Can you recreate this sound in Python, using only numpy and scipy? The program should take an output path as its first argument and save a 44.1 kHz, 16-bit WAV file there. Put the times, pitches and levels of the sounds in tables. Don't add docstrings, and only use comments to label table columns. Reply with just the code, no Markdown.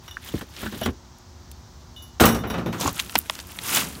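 import sys
import numpy as np
from scipy import signal
from scipy.fft import rfft, irfft
from scipy.io import wavfile
from scipy.ndimage import uniform_filter1d

SR = 44100
rng = np.random.default_rng(int(sys.argv[2]) if len(sys.argv) > 2 else 0)


def to_wav(sig):
    pcm = np.clip(np.atleast_2d(sig), -1, 1) * 32767
    pcm = np.round(pcm).astype(np.int16)
    wavfile.write(sys.argv[1], SR, pcm.T)


N = 176400

# bass_hz, lower_middle_hz, upper_middle_hz, treble_hz
TONE_HZ = [300, 1200, 3000, 8000]


def amp(db):
    return 10 ** (np.asarray(db) / 20)


def unit(x):
    return x / np.sqrt(np.mean(x ** 2) + 1e-20)


def read(points, hz):
    f, value = np.transpose(points)
    return np.interp(np.log(hz + 1), np.log(f + 1), value)


def level(curve):
    times, db = np.transpose(curve)
    t = np.arange(N) / SR
    outside = np.maximum(times[0] - t, 0) + np.maximum(t - times[-1], 0)
    return amp(np.interp(t, times, db)) * np.exp(-outside / 0.0023)


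def add(mix, start_s, sound):
    part = mix[max(round(start_s * SR), 0):][:len(sound)]
    part += sound[:len(part)]


def coloured(x, colour):
    gain = amp(read(colour, np.fft.rfftfreq(len(x), 1 / SR)))
    return unit(irfft(rfft(x) * gain, len(x)))


def ring(modes, t, spread_db):
    out = np.zeros(len(t))
    for hz, db, t60 in modes:
        envelope = amp(db + spread_db * rng.uniform(-1.75, 1) - 60 * t / t60)
        out += envelope * np.sin(2 * np.pi * (hz * t + rng.random()))
    return out * np.sqrt(2)


def impact(colour, decay, bass_db, middle_db, treble_db, size):
    hz, t = np.fft.rfftfreq(size, 1 / SR), np.arange(size) / SR
    centres = np.geomspace(50, 15000, 15)
    tone = amp(read(list(zip(TONE_HZ, [bass_db, middle_db, middle_db, treble_db])), hz))
    shape = amp(read(colour, hz))
    shape = shape / np.linalg.norm(shape) * np.sqrt(2) * tone
    phasors, out = np.exp(2j * np.pi * rng.random(len(hz))), np.zeros(size)
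    for centre, pick in zip(centres, np.eye(len(centres))):
        band = shape * np.interp(np.log(hz + 1), np.log(centres), pick)
        attack = 1 - np.exp(-t * min(2 * centre, 1500))
        envelope = attack * amp(-60 * t / read(decay, centre))
        wave = irfft(phasors * band, size) * envelope
        out += wave * np.linalg.norm(band) * np.linalg.norm(envelope) / (np.linalg.norm(wave) + 1e-20)
    return out


def friction(stroke, colour, slips_per_s, spread_db, hiss, flutter_db=3.5):
    start, end = round(stroke[0][0] * SR), min(round(stroke[-1][0] * SR) + 1024, N)
    size = end - max(start, 0)
    edges = np.geomspace(150, 16000, 15)
    out, patches = np.zeros(N), np.zeros(size)
    for band in zip(edges, edges[1:]):
        slips = rng.choice([-1, 1], size) * amp(spread_db * np.minimum(rng.exponential(1, size), 3))
        slips *= rng.random(size) < slips_per_s / SR
        flutter = amp(flutter_db * unit(uniform_filter1d(rng.standard_normal(size), size=400)))
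        force = flutter * (unit(slips) + hiss * rng.standard_normal(size))
        patches += signal.lfilter(*signal.butter(1, band, "band", fs=SR), force)
    add(out, stroke[0][0], coloured(patches, colour))
    return out * level(stroke)


def outdoors():
    # pitch_hz, level_db
    harmonics = [(240, -62.5), (360, -63.5)]
    # frequency_hz, gain_db
    air_colour = [(25, -21), (86, -8.5), (188, -7.5), (450, -18), (945, -13), (1400, -19.5), (2560, -27.5),
                  (4040, -22.5), (6050, -20), (7100, -26), (10400, -45), (15500, -37.5)]
    rumble_colour = [(20, -19), (50, -8.5), (70, 0.5), (100, -8.5), (800, -52.5)]
    # time_s, level_db
    swell = [(0, -47), (1.2, -48), (1.6, -44), (2.6, -47), (4, -46.5)]
    t = np.arange(N) / SR
    hum = sum(amp(db) * np.sqrt(2) * np.sin(2 * np.pi * (hz * t + rng.random())) for hz, db in harmonics)
    air = amp(-51.5) * coloured(rng.standard_normal(N), air_colour)
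    rumble = level(swell) * coloured(rng.standard_normal(N), rumble_colour)
    return hum + air + rumble


def rustle():
    # time_s, level_db
    stroke = [(0, -72), (.04, -52.5), (.19, -59), (.23, -46.5), (.29, -37.5), (.31, -45.5), (.39, -41),
              (.46, -58), (.55, -47), (.62, -36), (.70, -44.5), (.85, -40), (.91, -52)]
    # frequency_hz, gain_db
    colour = [(200, 8.5), (700, -2.5), (1600, 3.5), (2400, 0.5), (3300, 4), (4800, -2), (9500, -6.5),
              (15500, -4)]
    return friction(stroke, colour, slips_per_s=380, spread_db=2.5, hiss=0.75)


def debris(damping_power=0.15):
    # start_s, bass_db, middle_db, treble_db, t60_s (at 1200 Hz)
    knocks = [(0.08, -45, -35, -39, 0.06), (0.109, -63, -43, -42, 0.053), (0.339, -11.5, -39, -44, 0.054),
              (0.354, -29, -42, -35, 0.11), (0.411, -27.5, -30.5, -30, 0.076),
              (0.629, -25, -30, -47, 0.095), (0.659, -24.5, -28, -36, 0.064), (.724, -30, -37, -38, 0.23),
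              (.812, -27.5, -32, -39, 0.18), (0.859, -15, -17.5, -17.5, 0.051), (.872, -16, -29, -70, 0.11),
              (0.886, -24, -28, -68, 0.047), (2.851, -17.5, -51, -46, 0.12), (3.157, -20, -51, -45, 0.049)]
    # frequency_hz, gain_db
    colour = [(25, -16), (80, 7), (130, -1.5), (240, 3.5), (400, -3.5), (650, -8), (1000, -8), (1600, -5.5),
              (2400, -15), (3400, -10.5), (4800, -21.5), (15000, -28)]
    out = np.zeros(N)
    for start_s, bass_db, middle_db, treble_db, t60 in knocks:
        decay = [(hz, t60 * (hz / TONE_HZ[1]) ** -damping_power) for hz in TONE_HZ]
        add(out, start_s, impact(colour, decay, bass_db, middle_db, treble_db, size=8192))
    return out


def faint_tink():
    # pitch_hz, level_db, t60_s
    tones = [(3607, -58, 0.29), (4420, -55, 0.32)]
    out, t = np.zeros(N), np.arange(SR // 2) / SR
    add(out, start_s=1.513, sound=ring(tones, t, spread_db=4))
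    return out


def metal_piece(detune=0.0032, damping_power=0.43, chatter_per_s=300, chatter_db=-12, chatter_t60=0.22):
    # start_s, level_db, treble_gain_db, t60_s (at 3 kHz)
    clinks = [(.079, -46, -5, .07), (.111, -43.5, -12, 0.095), (.812, -39.5, -4, .06),
              (.835, -41, 4, 0.072), (1.963, -42.5, -21.5, 0.42), (2.024, -58, 9, .2),
              (2.255, -28.5, 7, 0.12), (2.290, -35.5, -9, 0.28), (2.325, -44, 6, 0.19),
              (2.390, -50, -4, 0.34), (2.472, -56.5, 6, 0.31), (2.500, -39, -7.5, 0.28),
              (2.660, -49.5, -6, .3)]
    # pitch_hz, gain_db
    free_modes = [(2932, -3.5), (3582, -3.5), (3805, -5), (5640, -4.5), (5682, -3.5), (6191, -11),
                  (7000, -12), (11040, -2.5), (11320, -3), (11490, -15), (11850, -5.5), (14980, -12),
                  (15170, -4), (15330, -5)]
    out, t = np.zeros(N), np.arange(SR // 2) / SR
    for start_s, db, treble_db, t60 in clinks:
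        tilt = [(3000, 0), (11000, treble_db)]
        modes = [(hz * (1 + detune * rng.uniform(-1, 1)), mode_db + read(tilt, hz),
                  t60 * (hz / TONE_HZ[2]) ** -damping_power) for hz, mode_db in free_modes]
        contacts = rng.standard_normal(len(t)) * (rng.random(len(t)) < chatter_per_s / SR)
        contacts *= amp(chatter_db - 60 * t / chatter_t60)
        contacts[0] = 1
        clink = signal.fftconvolve(unit(contacts) / np.sqrt(len(t)), ring(modes, t, spread_db=-4))
        add(out, start_s, amp(db) * clink[:len(t)])
    return out


def cardboard_box():
    # time_s, level_db
    first_drag = [(2.72, -54), (2.785, -42), (2.815, -25.5), (2.84, -31), (2.88, -26), (2.925, -44)]
    settling = [(2.93, -41), (2.96, -38.5), (3.005, -32), (3.03, -41.5), (3.08, -44.5), (3.165, -37),
                (3.22, -49), (3.36, -41.5), (3.45, -48.5), (3.525, -41.5), (3.6, -45.5)]
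    last_drag = [(3.6, -45.5), (3.655, -29.5), (3.72, -26.5), (3.768, -19), (3.81, -25.5), (3.86, -35.5),
                 (3.92, -42), (4, -47.5)]
    boom = [(2.72, -49), (2.82, -34), (2.89, -33), (2.94, -47.5), (3.55, -52), (3.79, -32.5), (3.92, -43),
            (4, -41.5)]
    # frequency_hz, gain_db
    first_colour = [(300, -2), (1100, 8), (2000, -3), (3500, 1.5), (4900, -3.5), (6600, 0.5), (8500, -9),
                    (15500, -7.5)]
    later_colour = [(300, -18), (700, -5), (1330, 1.5), (1800, -2.5), (2970, 0), (4770, -5), (6180, -3),
                    (15500, -5)]
    panel_colour = [(30, -32), (90, -3), (180, 4.5), (260, 3.5), (400, -4), (650, -9), (5000, -27)]
    out = friction(first_drag, first_colour, slips_per_s=350, spread_db=1.5, hiss=1.0)
    out += friction(settling, later_colour, slips_per_s=170, spread_db=3.5, hiss=0.77)
    out += friction(last_drag, later_colour, slips_per_s=880, spread_db=1.5, hiss=0.79)
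    return out + level(boom) * coloured(rng.standard_normal(N), panel_colour)


def snaps(echo_db=-29, echo_t60=0.056):
    # start_s, relative_level_db, pitch_hz, width_octaves, t60_s
    bursts = [(.169, -17, 1580, 0.24, 0.024), (.288, -28.5, 3230, 0.15, 0.037),
              (0.3389, -12.5, 203, 0.6, 0.032), (.565, -27, 3270, 0.53, .025),
              (0.665, -23, 1540, 0.16, 0.055), (0.669, -21.5, 191, 0.17, 0.11),
              (.813, -18.5, 634, 0.18, 0.062), (0.832, -23, 3220, 0.18, 0.069),
              (1.185, -39, 10000, .8, .008), (1.515, -29, 7140, 1.4, 0.019), (2.81, -16, 5700, 0.62, 0.039),
              (2.859, -7, 970, 0.32, 0.013), (2.8764, -9, 1120, 0.25, 0.021),
              (2.877, -11.5, 6170, 0.26, 0.01), (2.8924, -18, 4500, 0.66, 0.0061),
              (2.929, -18, 13000, 0.5, 0.0043), (2.994, -5, 2950, 0.42, 0.0039),
              (2.998, -6.5, 2570, 0.95, 0.015), (3.096, -19.5, 2260, 1, 0.013),
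              (3.111, -30, 10500, 1.1, .025), (3.1549, -3.5, 2450, 0.79, 0.016),
              (3.154, -5.5, 810, 0.47, 0.023), (3.1591, -2, 2670, 0.44, 0.007),
              (3.1805, -14, 13000, 0.43, 0.029), (3.1886, 4.5, 13100, 0.43, 0.0037),
              (3.2976, -3, 2530, 0.64, 0.0053), (3.299, -13, 1030, 0.58, 0.021),
              (3.390, -22.5, 1400, 1.2, 0.023), (3.400, -24.5, 3680, 0.83, .03),
              (3.588, -15.5, 2570, 0.73, 0.017), (3.771, -7, 2200, 1.1, 0.025),
              (3.953, -24, 3360, 0.87, 0.0079)]
    out, t = np.zeros(N), np.arange(4096) / SR
    hz = abs(np.fft.fftfreq(len(t), 1 / SR)) + 1
    for start_s, db, pitch_hz, width, t60 in bursts:
        log_gain = -1.5 * np.log1p((np.log2(hz / pitch_hz) / width) ** 2 / 2)
        resonance = np.exp(np.conj(signal.hilbert(log_gain)))
        direct, echo = amp(-60 * t / t60), amp(echo_db - 60 * t / echo_t60)
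        burst = rng.standard_normal(len(t)) * (direct + echo)
        crack = np.fft.ifft(np.fft.fft(burst) * resonance).real
        add(out, start_s, amp(db - 6) * crack / np.linalg.norm(crack) * np.linalg.norm(direct))
    return out


def steel_wall(bass_t60=0.48, damping_power=0.35, modes_db=-12.5, overtone_db=-19, overtone_t60=0.22):
    # start_s, bass_db, middle_db, treble_db
    blows = [(2.198, -27, -14.5, -29.5), (2.204, -9, -21.5, -19), (2.210, -12.5, -17, -27),
             (2.236, -16, -12, -28), (2.255, -32, -26, -19.5), (2.279, -22.5, -26, -36),
             (2.297, -30, -28.5, -48), (2.346, -24, -28, -36.5), (2.436, -23, -29.5, -61),
             (2.500, -25, -29, -45.5), (2.540, -27, -27, -50), (2.580, -24.5, -30, -48),
             (2.660, -20.5, -31, -50), (2.727, -38.5, -28.5, -43.5)]
    # frequency_hz, gain_db
    colour = [(25, -30), (60, -1), (120, -5), (230, -1.5), (440, -1.5), (800, -5), (1300, -5),
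              (2000, -11.5), (3300, -13.5), (4900, -12), (6500, -11.5), (8800, -27), (11500, -25),
              (15500, -15.5)]
    # frequency_hz, t60_s
    decay = [(60, 0.54), (220, 0.4), (500, 0.25), (1300, 0.29), (4000, 0.15), (14000, 0.12)]
    # pitch_hz, gain_db
    clear_modes = [(114, -4.5), (174, -1), (227, 2), (254, -3.5), (337, -5), (403, -10), (446, -7.5),
                   (529, -7), (650, -7.5), (712, -4.5), (770, -6), (1216, -1.5), (1342, -21), (1408, -6),
                   (1509, -9)]
    out, t = np.zeros(N), np.arange(32768) / SR
    high_modes = [(hz, 0, overtone_t60) for hz in rng.uniform(2500, 15500, size=45)]
    overtones = unit(ring(high_modes, t, spread_db=3.5))
    attack = 1 - np.exp(-t / 0.0014)
    for start_s, bass_db, middle_db, treble_db in blows:
        tilt = [(TONE_HZ[0], bass_db), (TONE_HZ[1], middle_db)]
        modes = [(hz, db + read(tilt, hz), bass_t60 * (hz / TONE_HZ[0]) ** -damping_power)
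                 for hz, db in clear_modes]
        add(out, start_s, amp(overtone_db + treble_db) * overtones)
        add(out, start_s, impact(colour, decay, bass_db, middle_db, treble_db, size=len(t)))
        add(out, start_s, amp(modes_db) * ring(modes, t, spread_db=5) * attack)
    return out


def scene():
    rummaging = rustle() + debris() + faint_tink() + metal_piece()
    return (outdoors() + rummaging + cardboard_box() + snaps() + steel_wall())[None]


def record(dry):
    bass_cut = signal.butter(3, 46, "high", fs=SR, output="sos")
    band_limit = signal.firwin(511, 15850, window=("kaiser", 9), fs=SR)
    filtered = signal.sosfilt(bass_cut, dry)
    saturated = filtered / (1 + filtered ** 4) ** 0.25
    return signal.oaconvolve(saturated, band_limit[None], "same")


dry = scene()
out = record(dry)
to_wav(out)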